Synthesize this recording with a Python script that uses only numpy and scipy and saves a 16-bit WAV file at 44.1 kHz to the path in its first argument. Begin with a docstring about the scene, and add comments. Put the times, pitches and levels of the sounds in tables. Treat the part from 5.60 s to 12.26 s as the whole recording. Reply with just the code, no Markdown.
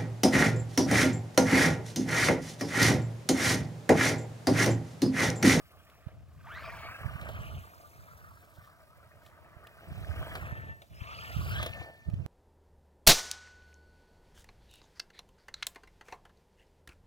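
"""A small electric truck loops over a lawn and stops in front of a camera with two microphone ports.
Its gears whine at the rate their teeth meet, inside a patchy whirr of noise and wavering tones.
Tyres drum and swish through the grass, filtered noise mixed with clicks; the plastic shell knocks
over bumps as decaying noise, and the steering servo sings in harmonics while it holds a turn.
Low noise and short flaps of wind buffet the ports, over a short echo and distant air in the trees."""
import sys
import numpy as np
from scipy import signal
from scipy.fft import rfft, irfft
from scipy.io import wavfile
from scipy.ndimage import uniform_filter1d, map_coordinates

SR = 44100
rng = np.random.default_rng(int(sys.argv[2]) if len(sys.argv) > 2 else 0)


def file_out(sig):
    """Save sig as 16-bit WAV at sys.argv[1]."""
    # one column per channel
    cols = np.atleast_2d(sig).T
    # limit, then scale
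    lim = np.clip(cols, -1, 1)
    pcm = np.round(lim * 32767).astype(np.int16)
    wavfile.write(sys.argv[1], SR, pcm)


N = 293838
TIME = np.arange(N) / SR
FREQS = np.fft.rfftfreq(N, 1 / SR)
REFERENCE_M = 5  # distance at which the truck's levels are stated


def amp(db):
    """Decibel law: 20 dB is a tenfold amplitude."""
    return 10 ** (np.asarray(db) / 20)


def unit(x):
    """Normalisation to an rms of 1."""
    return x / np.sqrt(np.mean(x ** 2) + 1e-20)


def curves(rows):
    """Linear interpolation in time of each column of a table."""
    s, *columns = np.transpose(rows)
    return [np.interp(TIME, s, c) for c in columns]


def colour(x, points):
    """Spectral shaping along a curve of (Hz, dB) points; the result has rms 1."""
    hz, db = np.transpose(points)
    f = np.fft.rfftfreq(len(x), 1 / SR)
    gain = amp(np.interp(np.log(f + 1), np.log(hz), db))
    return unit(irfft(rfft(x) * gain, len(x)))


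def wander(hz):
    """Low-passed noise: smooth random motion up to about a given rate, rms 1."""
    size, step = 16384, 20  # computed at one point per 20 samples
    f = np.fft.rfftfreq(size, step / SR)
    slow = irfft(rfft(rng.standard_normal(size)) / (1 + (f / hz) ** 4))
    return unit(np.interp(np.arange(N) / step, np.arange(size), slow))


def grains(per_s, spread_db):
    """Shot noise: random clicks, most small and a few large."""
    size = amp(spread_db * np.minimum(rng.exponential(1, N), 4))
    sign = rng.choice([-1, 1], N)
    struck = rng.random(N) < per_s / SR
    return unit(size * sign * struck)


def patchy(x, depth_db, size=(8, 4)):
    """Time-frequency modulation: random patches about 700 Hz wide and 12 ms long flare up by turns."""
    z = signal.stft(x, nperseg=512, noverlap=384)[2]
    field = rng.standard_normal(z.shape)
    for axis, length in enumerate(size):
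        field = uniform_filter1d(field, length, axis=axis)
    flared = z * amp(depth_db * unit(field))
    return unit(signal.istft(flared, nperseg=512, noverlap=384)[1][:N])


def swell(start, length, attack_s, slope_db_per_s, release_s):
    """An envelope that rises linearly, drifts by a steady slope in dB, then dies away exponentially."""
    t = np.maximum(TIME - start, 0)
    release = np.exp(-np.maximum(t - length, 0) / release_s)
    return np.minimum(t / attack_s, 1) * amp(slope_db_per_s * t) * release


def follow(x, lag_s):
    """First-order inertia: the output approaches its control exponentially."""
    keep = np.exp(-1 / (lag_s * SR))
    return x[0] + signal.lfilter([1 - keep], [1, -keep], x - x[0])


def add(mix, s, sound):
    """Superposition of a short sound on the mix at a given time."""
    part = mix[max(round(s * SR), 0):][:len(sound)]
    part += sound[:len(part)]


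# Moves of the throttle, each held until the next. Each row: start in seconds, tooth pitch asked for
# in Hz, gearbox level at the reference distance in dB, clear whine relative to that level in dB,
# treble at the reference distance in dB.
THROTTLE = [(0, 1262, -56.5, -19, -4.5), (.53, 479, -63.5, -38, -3), (.77, 519.9, -52, -29, -6),
            (.835, 2630, -41, -1.5, -7), (.925, 2615, -37, -6.5, -9.5), (1.049, 2204, -37.5, -5, -14),
            (1.26, 2951, -39, -8.5, -17.5), (1.63, 3013, -40.5, -8, -11.5), (1.848, 2970, -47, -13, -3.5),
            (2.031, 3100, -46.5, -24, -13), (2.281, 3193, -40, -34, -32), (3.149, 3130, -44, -27, -2),
            (4.001, 3156, -51.5, -40, 2), (4.517, 3240, -45.5, -6, -8), (4.72, 2402, -42, -11, -18),
            (4.88, 1210, -58, -24, -3), (5.118, 397.6, -80, -24, 2), (5.28, 1056, -58.5, -43, -1),
            (5.38, 1400, -48.5, -6.5, -4), (5.61, 1407, -52, -8.5, -3), (5.889, 1963, -47.5, -6, -3.5),
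            (6.029, 907, -60, -19, -1), (6.24, 100, -79.5, -5, 4.5)]


def motor():
    """Inertia: pitch, loudness, clearness and brightness settle after each move of the throttle."""
    spin_lag_s, load_lag_s = .055, .027  # speed follows slowly, the strain on the gears quickly
    s, *columns = np.transpose(THROTTLE)
    move = np.maximum(np.searchsorted(s, TIME, side="right") - 1, 0)
    hz, *strain = (c[move] for c in columns)
    # first the rotor, then the whole truck has to gather speed
    mesh_hz = follow(follow(hz, spin_lag_s), spin_lag_s)
    return mesh_hz, *(follow(db, load_lag_s) for db in strain)


# Spectrum of the drivetrain's whirr. Each row: frequency in Hz, level in dB.
WHIRR = [(400, -16.5), (750, -9), (1170, -0.5), (1950, -2), (2450, 3), (3300, -4), (3900, -10), (4750, -16),
         (5600, -14.5), (8000, -22), (16000, -85)]


def gearbox(mesh_hz, level_db, clear_db, whirr_db=-4, strand_db=-3, flutter_db=3, patch_db=4.6):
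    """Gear meshing: teeth meet at a pitch that shivers with load; the loose drivetrain whirrs around it."""
    shiver = .018 * wander(30) + .044 * wander(260)
    angle = 2 * np.pi * np.cumsum(mesh_hz * (1 + shiver)) / SR
    # the housing lets the overtone out only while it lies low enough
    housing = .5 / (1 + (2 * mesh_hz / 5400) ** 16)
    # an off-centre gear spreads the overtone into side tones
    overtone = housing * np.sin(2 * angle) * (1 + np.sin(angle / 8))
    flutter = amp(flutter_db * wander(30))
    whine = amp(clear_db) * unit((np.sin(angle) + overtone) * flutter)
    # slower gears add wavering tones that come and go and glide as the wheels grip and slip
    slow_angle = 2 * np.pi * np.cumsum(mesh_hz / 10 * (1 + .04 * wander(7))) / SR
    strands = sum(amp(4 * wander(10)) * np.cos(k * slow_angle + 2 * wander(20)) for k in range(2, 26))
    strands = unit(colour(strands, WHIRR) * np.sqrt(mesh_hz))
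    noise = colour(rng.standard_normal(N), WHIRR)
    whirr = patchy(noise + amp(strand_db) * strands, depth_db=patch_db)
    # backlash makes the gears growl at low speed; at high speed they run smoothly
    slack = 1 / (1 + (mesh_hz / 2000) ** 4)
    backlash = amp(1.1 * slack * wander(110))
    return amp(level_db) * (whine + amp(whirr_db) * whirr) * backlash


def over_lawn(x, distance, treble_db, loss_db_per_m=1.4, corner_hz=1900):
    """Ground absorption: sound skimming the grass loses treble with every metre."""
    low = irfft(rfft(x) / (1 + (FREQS / corner_hz) ** 6), N)
    return low + (x - low) * amp(treble_db - loss_db_per_m * (distance - REFERENCE_M))


# Spectrum of the drumming tyres, also of the chassis thud. Each row: frequency in Hz, level in dB.
TYRES = [(100, 7), (220, -5), (420, -1), (700, 2), (1000, -9), (1600, -15.5), (3000, -12.5), (8000, -61)]


def tyres(mesh_hz, near_db, jolts_per_s=9, jolt_s=0.013):
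    """Impact excitation: lugs drum on uneven turf and shake the hollow shell, harder at each tuft."""
    cruise_hz, cruise_db, db_per_doubling = 3000, -56, 6.5  # louder with speed
    level_db = cruise_db + db_per_doubling * np.log2(mesh_hz / cruise_hz) + near_db
    blows = rng.standard_normal(N) + 1.34 * grains(per_s=400, spread_db=1.5)
    tufts = rng.random(N) < jolts_per_s / SR
    jolts = signal.lfilter([1], [1, -np.exp(-1 / (jolt_s * SR))], tufts)
    return amp(level_db + 2.9 * wander(38.5)) * (1 + .5 * jolts) * colour(blows, TYRES)


# Spectrum of the swish in the grass. Each row: frequency in Hz, level in dB.
SWISH = [(1000, -76), (3500, 7.5), (6000, 6), (8500, 2.5), (13000, 5), (15500, 6.5)]
# Course of the swish. Each row: time in seconds, level in dB.
SWISH_LEVEL = [(.03, -67.5), (.36, -70), (.62, -82.5), (.86, -69), (1.17, -61.5), (2.12, -62.5),
               (3.04, -69.5), (3.9, -74.5), (4.58, -59.5), (4.76, -58), (5.11, -74.5), (5.32, -70),
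               (5.9, -53), (6.23, -67.5), (6.62, -84)]


def grass():
    """Friction noise: blades whip the wheels and underside, a fine, fluttering hiss with ticks in it."""
    blades = rng.standard_normal(N) + .45 * grains(per_s=900, spread_db=4)
    flutter = amp(1.6 * wander(80))
    return amp(curves(SWISH_LEVEL)[0]) * flutter * patchy(colour(blades, SWISH), depth_db=3.0)


# Spectrum of a plastic clack, also of the ticks. Each row: frequency in Hz, level in dB.
CLACK = [(300, -0.5), (900, 7), (3500, 11.5), (5500, -1.5), (16000, -4)]
# Bumps that shake the shell. Each row: start in seconds, clack level before its decay in dB,
# thud of the chassis relative to the clack in dB.
KNOCKS = [(.482, -60, 8.5), (1.612, -42.5, -6), (1.687, -42, 2.5), (4.231, -68, 21), (4.752, -34, -2.5),
          (5.218, -46, -6.5), (6.027, -29.5, -6), (6.061, -31, -2), (6.136, -61, 16), (6.212, -60, 20.5),
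          (6.298, -63, 18)]


def knocks(clack_t60=.04, thud_t60=0.078, rise_s=.0012):
    """Damped impact: each bump gives a short plastic clack and a duller, longer thud."""
    out, t = np.zeros(N), np.arange(SR // 5) / SR
    for s, db, thud_db in KNOCKS:
        a, b = rng.standard_normal((2, len(t)))
        clack = colour(a, CLACK) * amp(-60 * t / clack_t60)
        thud = colour(b, TYRES) * amp(thud_db - 60 * t / thud_t60)
        add(out, s, amp(db) * (clack + thud) * (1 - np.exp(-t / rise_s)))
    return out


# The steering servo holding a turn. Each row: start in seconds, length in seconds, attack in seconds,
# level in dB, multiple of the fundamental heard as overtone (a plain number).
SERVO = [(4.798, 0.33, 0.15, -48.5, 3), (5.614, .05, 0.019, -48, 3), (6.035, 0.43, 0.053, -58, 5),
         (6.127, 0.12, 0.029, -53, 5)]


def servo(fundamental_hz=896, fundamental_db=-14.5, overtone_db=-19):
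    """Harmonic series: current pulses make the little motor sing; the overtone differs between turns."""
    angle = 2 * np.pi * np.cumsum(fundamental_hz * (1 + 0.0039 * wander(140))) / SR
    core = amp(fundamental_db) * np.sin(angle) + np.sin(2 * angle)  # the second multiple leads
    song = np.zeros(N)
    for s, length, attack_s, db, k in SERVO:
        tone = unit(core + amp(overtone_db) * np.sin(round(k) * angle))
        song += amp(db) * swell(s, length, attack_s, slope_db_per_s=-11.5, release_s=.052) * tone
    return song * amp(2 * wander(34))


def squeal(hz=5190, db=-64):
    """Magnetic vibration: the stalled motor's windings squeal briefly before it turns."""
    gate = np.interp(TIME, [5.34, 5.355, 5.395, 5.41], [0, 1, 1, 0])
    angle = 2 * np.pi * np.cumsum(hz * (1 + 0.014 * wander(324))) / SR
    return amp(db) * gate * np.sin(angle)


# Spectrum of crackling stalks. 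Each row: frequency in Hz, level in dB.
CRUNCH = [(300, -2), (900, -6), (1800, 3.5), (2700, -14), (5000, -44)]
# Course of the crackle. Each row: time in seconds, level in dB.
CRUNCH_LEVEL = [(3.4, -80), (3.85, -64), (4.4, -58.5), (4.72, -46.5), (5.1, -55), (5.25, -92)]
# The gears' high rasp. Each row: time in seconds, level in dB, centre of the band in Hz.
RASP_BAND = [(5.3, -97, 4500), (5.56, -57.5, 4700), (5.8, -64, 4900), (5.92, -54, 4650), (5.98, -58, 3550),
             (6.05, -39.5, 3450), (6.17, -99, 3450)]


def close_by(rasp_half_width_hz=450):
    """Shot noise and a modulated carrier: near stalks crackle, and gears rasp in a band that falls late."""
    crackle = patchy(colour(grains(per_s=700, spread_db=2), CRUNCH), depth_db=5.0)
    rasp_db, centre_hz = curves(RASP_BAND)
    angle = 2 * np.pi * np.cumsum(centre_hz) / SR
    band = wander(rasp_half_width_hz) * np.cos(angle) + wander(rasp_half_width_hz) * np.sin(angle)
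    rasp = unit(band * amp(3.5 * wander(100)))
    return amp(curves(CRUNCH_LEVEL)[0]) * crackle + amp(rasp_db) * rasp


# The truck's way, out to the far lawn and back. Each row: time in seconds, distance in metres,
# lead of the left port in milliseconds.
PATH = [(0, 6.8, -0.14), (.85, 7.24, -0.048), (1.28, 4.98, 0.095), (1.85, 5.36, 0.27), (2.1, 8.4, .31),
        (2.5, 18.6, 0.28), (3.25, 23.3, 0.14), (3.9, 17.5, 0.13), (4.35, 6.4, 0.16), (4.68, 4.5, 0.14),
        (4.9, 3.4, 0.28), (5.25, 4.25, 0.33), (5.7, 2.22, 0.29), (6.0, 1.78, 0.21), (6.17, 1.54, 0.18)]


def route():
    """Kinematics: distance and lead of the left port move in straight lines between waypoints."""
    return curves(PATH)


def ports(x, lead_ms):
    """Interaural-style time difference: the nearer port hears the truck a little earlier."""
    shift = lead_ms / 1000 * SR / 2  # half the lead, in samples, for each port
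    return np.array([map_coordinates(x, [np.arange(N) + side * shift], order=3, mode="nearest")
                     for side in (1, -1)])


# Spectrum of a clump of dry grass. Each row: frequency in Hz, level in dB.
TUFT = [(2000, -17), (3200, 10), (5500, 2.5), (12000, 1)]
# Short rustles in the grass. Each row: time of the peak in seconds, peak level in dB.
RUSTLES = [(2.84, -69), (2.959, -67), (3.056, -67), (3.662, -64)]


def rustles(length_s=0.029):
    """Granular noise: clumps of dry grass give short rustles that grow and fade exponentially."""
    level = sum(amp(db) * np.exp(-abs(TIME - s) / length_s) for s, db in RUSTLES)
    return level * colour(grains(per_s=3000, spread_db=4), TUFT)


# Small dry ticks right at the camera. Each row: start in seconds, level before the decay in dB.
TICKS = [(0.299, -53), (3.663, -49), (4.07, -42), (6.5, -51.5), (6.54, -51.5)]


def ticks(t60=.02, rise_s=.0005):
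    """Damped impact: sharp little ticks, too close to differ between the ports."""
    out, t = np.zeros(N), np.arange(SR // 10) / SR
    for s, db in TICKS:
        snap = colour(rng.standard_normal(len(t)), CLACK) * (1 - np.exp(-t / rise_s))
        add(out, s, amp(db - 60 * t / t60) * snap)
    return out


def trees(x, t60=0.2, rise_s=.0057):
    """Diffuse reflection: house and tree line scatter a short echo, different at each port."""
    t = np.arange(SR) / SR
    spectrum = [(200, 9.0), (1200, -6.0), (3000, 2.5), (9000, 4.0)]  # Hz, dB
    envelope = amp(-60 * t / t60) * (1 - np.exp(-t / rise_s))
    tails = [colour(rng.standard_normal(SR), spectrum) * envelope for side in "LR"]
    return np.array([signal.fftconvolve(x, tail / np.linalg.norm(tail))[:N] for tail in tails])


# Spectrum of the wind's rumble. Each row: frequency in Hz, level in dB.
RUMBLE = [(25, -18), (40, -21), (60, 2), (90, 5.5), (160, -7), (260, -21), (500, -29.5), (5000, -66)]
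# Gusts on the ports. Each row: start in seconds, length in seconds, left level in dB, right level in dB.
GUSTS = [(0.5, 0.79, -51.5, -52), (1.393, 0.27, -49.5, -38), (1.683, 0.31, -43.5, -41.5),
         (2.335, .37, -57.5, -57), (4.269, 0.38, -42.5, -38), (4.66, .45, -46.5, -45),
         (5.295, 0.518, -48.5, -50), (5.757, 0.29, -35.5, -35.5), (6.013, 0.2, -41.5, -65),
         (6.456, 0.26, -42.5, -34.5)]
# Level between gusts: left in dB, right in dB.
BREEZE_DB = (-63.5, -61)
# Single eddies hitting a port. Each row: time in seconds, peak of the envelope in dB,
# port (0 left, 1 right).
BUFFETS = [(.471, -23, 1), (1.461, -18.5, 1), (1.558, -24, 1), (1.812, -32, 1), (1.979, -30, 0),
           (2.988, -34.5, 1), (3.97, -33.5, 1), (4.321, -24, 1), (4.927, -21.5, 1), (5.42, -21, 0),
           (5.768, -16.5, 1), (5.795, -17, 1), (6.488, -17, 1), (6.539, -13, 1)]


def wind(flap_s=.0047 / 2.27):
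    """Turbulent pressure: each port rumbles on its own; single eddies give a short low flap."""
    # a gust grows slightly while it is held
    gusts = [np.outer(amp(db), swell(s, length, attack_s=.019, slope_db_per_s=5, release_s=.028))
             for s, length, *db in GUSTS]
    strength = np.sqrt(amp(BREEZE_DB)[:, None] ** 2 + sum(gust ** 2 for gust in gusts))
    out = strength * np.array([colour(rng.standard_normal(N), RUMBLE) for side in "LR"])
    out = out * amp(2.5 * np.array([wander(18), wander(18)]))
    t = np.arange(-SR // 20, SR // 20) / SR
    for s, db, port in BUFFETS:
        eddy_hz = rng.uniform(63, 114.45)
        flap = np.cos(2 * np.pi * (eddy_hz * t + rng.random()))
        add(out[round(port)], s + t[0], amp(db) * flap / np.cosh(t / flap_s))
    return out


# Spectrum of the yard's air. Each row: frequency in Hz, level in dB.
YARD = [(25, 8.5), (100, 12), (650, -8.5), (1200, -10), (2500, -16.5), (5500, -15.5), (15500, -28.5)]


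def yard():
    """Partial coherence: distant air in the trees is mostly common to both ports."""
    common, left, right = (colour(rng.standard_normal(N), YARD) for part in "CLR")
    return amp(-67.5) * (common + 0.22 * np.array([left, right]))


def scene():
    """Superposition: the truck on its way, in the yard and the wind."""
    distance, lead_ms = route()
    mesh_hz, gear_db, clear_db, treble_db = motor()
    near_db = 20 * np.log10(REFERENCE_M / distance)  # inverse distance law
    gears = over_lawn(gearbox(mesh_hz, gear_db + near_db, clear_db), distance, treble_db)
    truck = gears + tyres(mesh_hz, near_db) + close_by() + knocks() + servo() + squeal()
    # the swish below about 6.5 kHz reaches the ports with the truck's lead; above that it sounds alike in both
    swish, centred_above_hz = grass(), 6520
    body = irfft(rfft(swish) / (1 + (FREQS / centred_above_hz) ** 20), N)
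    direct = ports(truck + body, lead_ms) + swish - body
    # the nearer the truck, the drier it sounds
    truck_echo = amp(-10) * np.sqrt(distance / REFERENCE_M) * truck
    echo = trees(truck_echo + amp(-25) * swish)
    return direct + echo + rustles() + ticks() + wind() + yard()


# Hollow resonances of the camera case. Each row: centre in Hz, width in Hz, lift in dB.
CASE = [(650, 130, 8), (1210, 230, 5), (1560, 160, 2.5)]


def record(dry):
    """Resonance and band limits: the case colours, the microphone drops deepest bass and top treble."""
    lift_db = sum(db / (1 + (2 * (FREQS - hz) / width) ** 2) for hz, width, db in CASE)
    low_cut = 1 - 1 / (1 + (FREQS / 33) ** 4)
    coloured = irfft(rfft(dry) * low_cut * amp(lift_db - 0.87), N)
    band_limit = signal.firwin(511, 16000, window=("kaiser", 9), fs=SR)  # edge in Hz
    return signal.oaconvolve(coloured, band_limit[None], "same")


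dry = scene()
out = record(dry)
file_out(out)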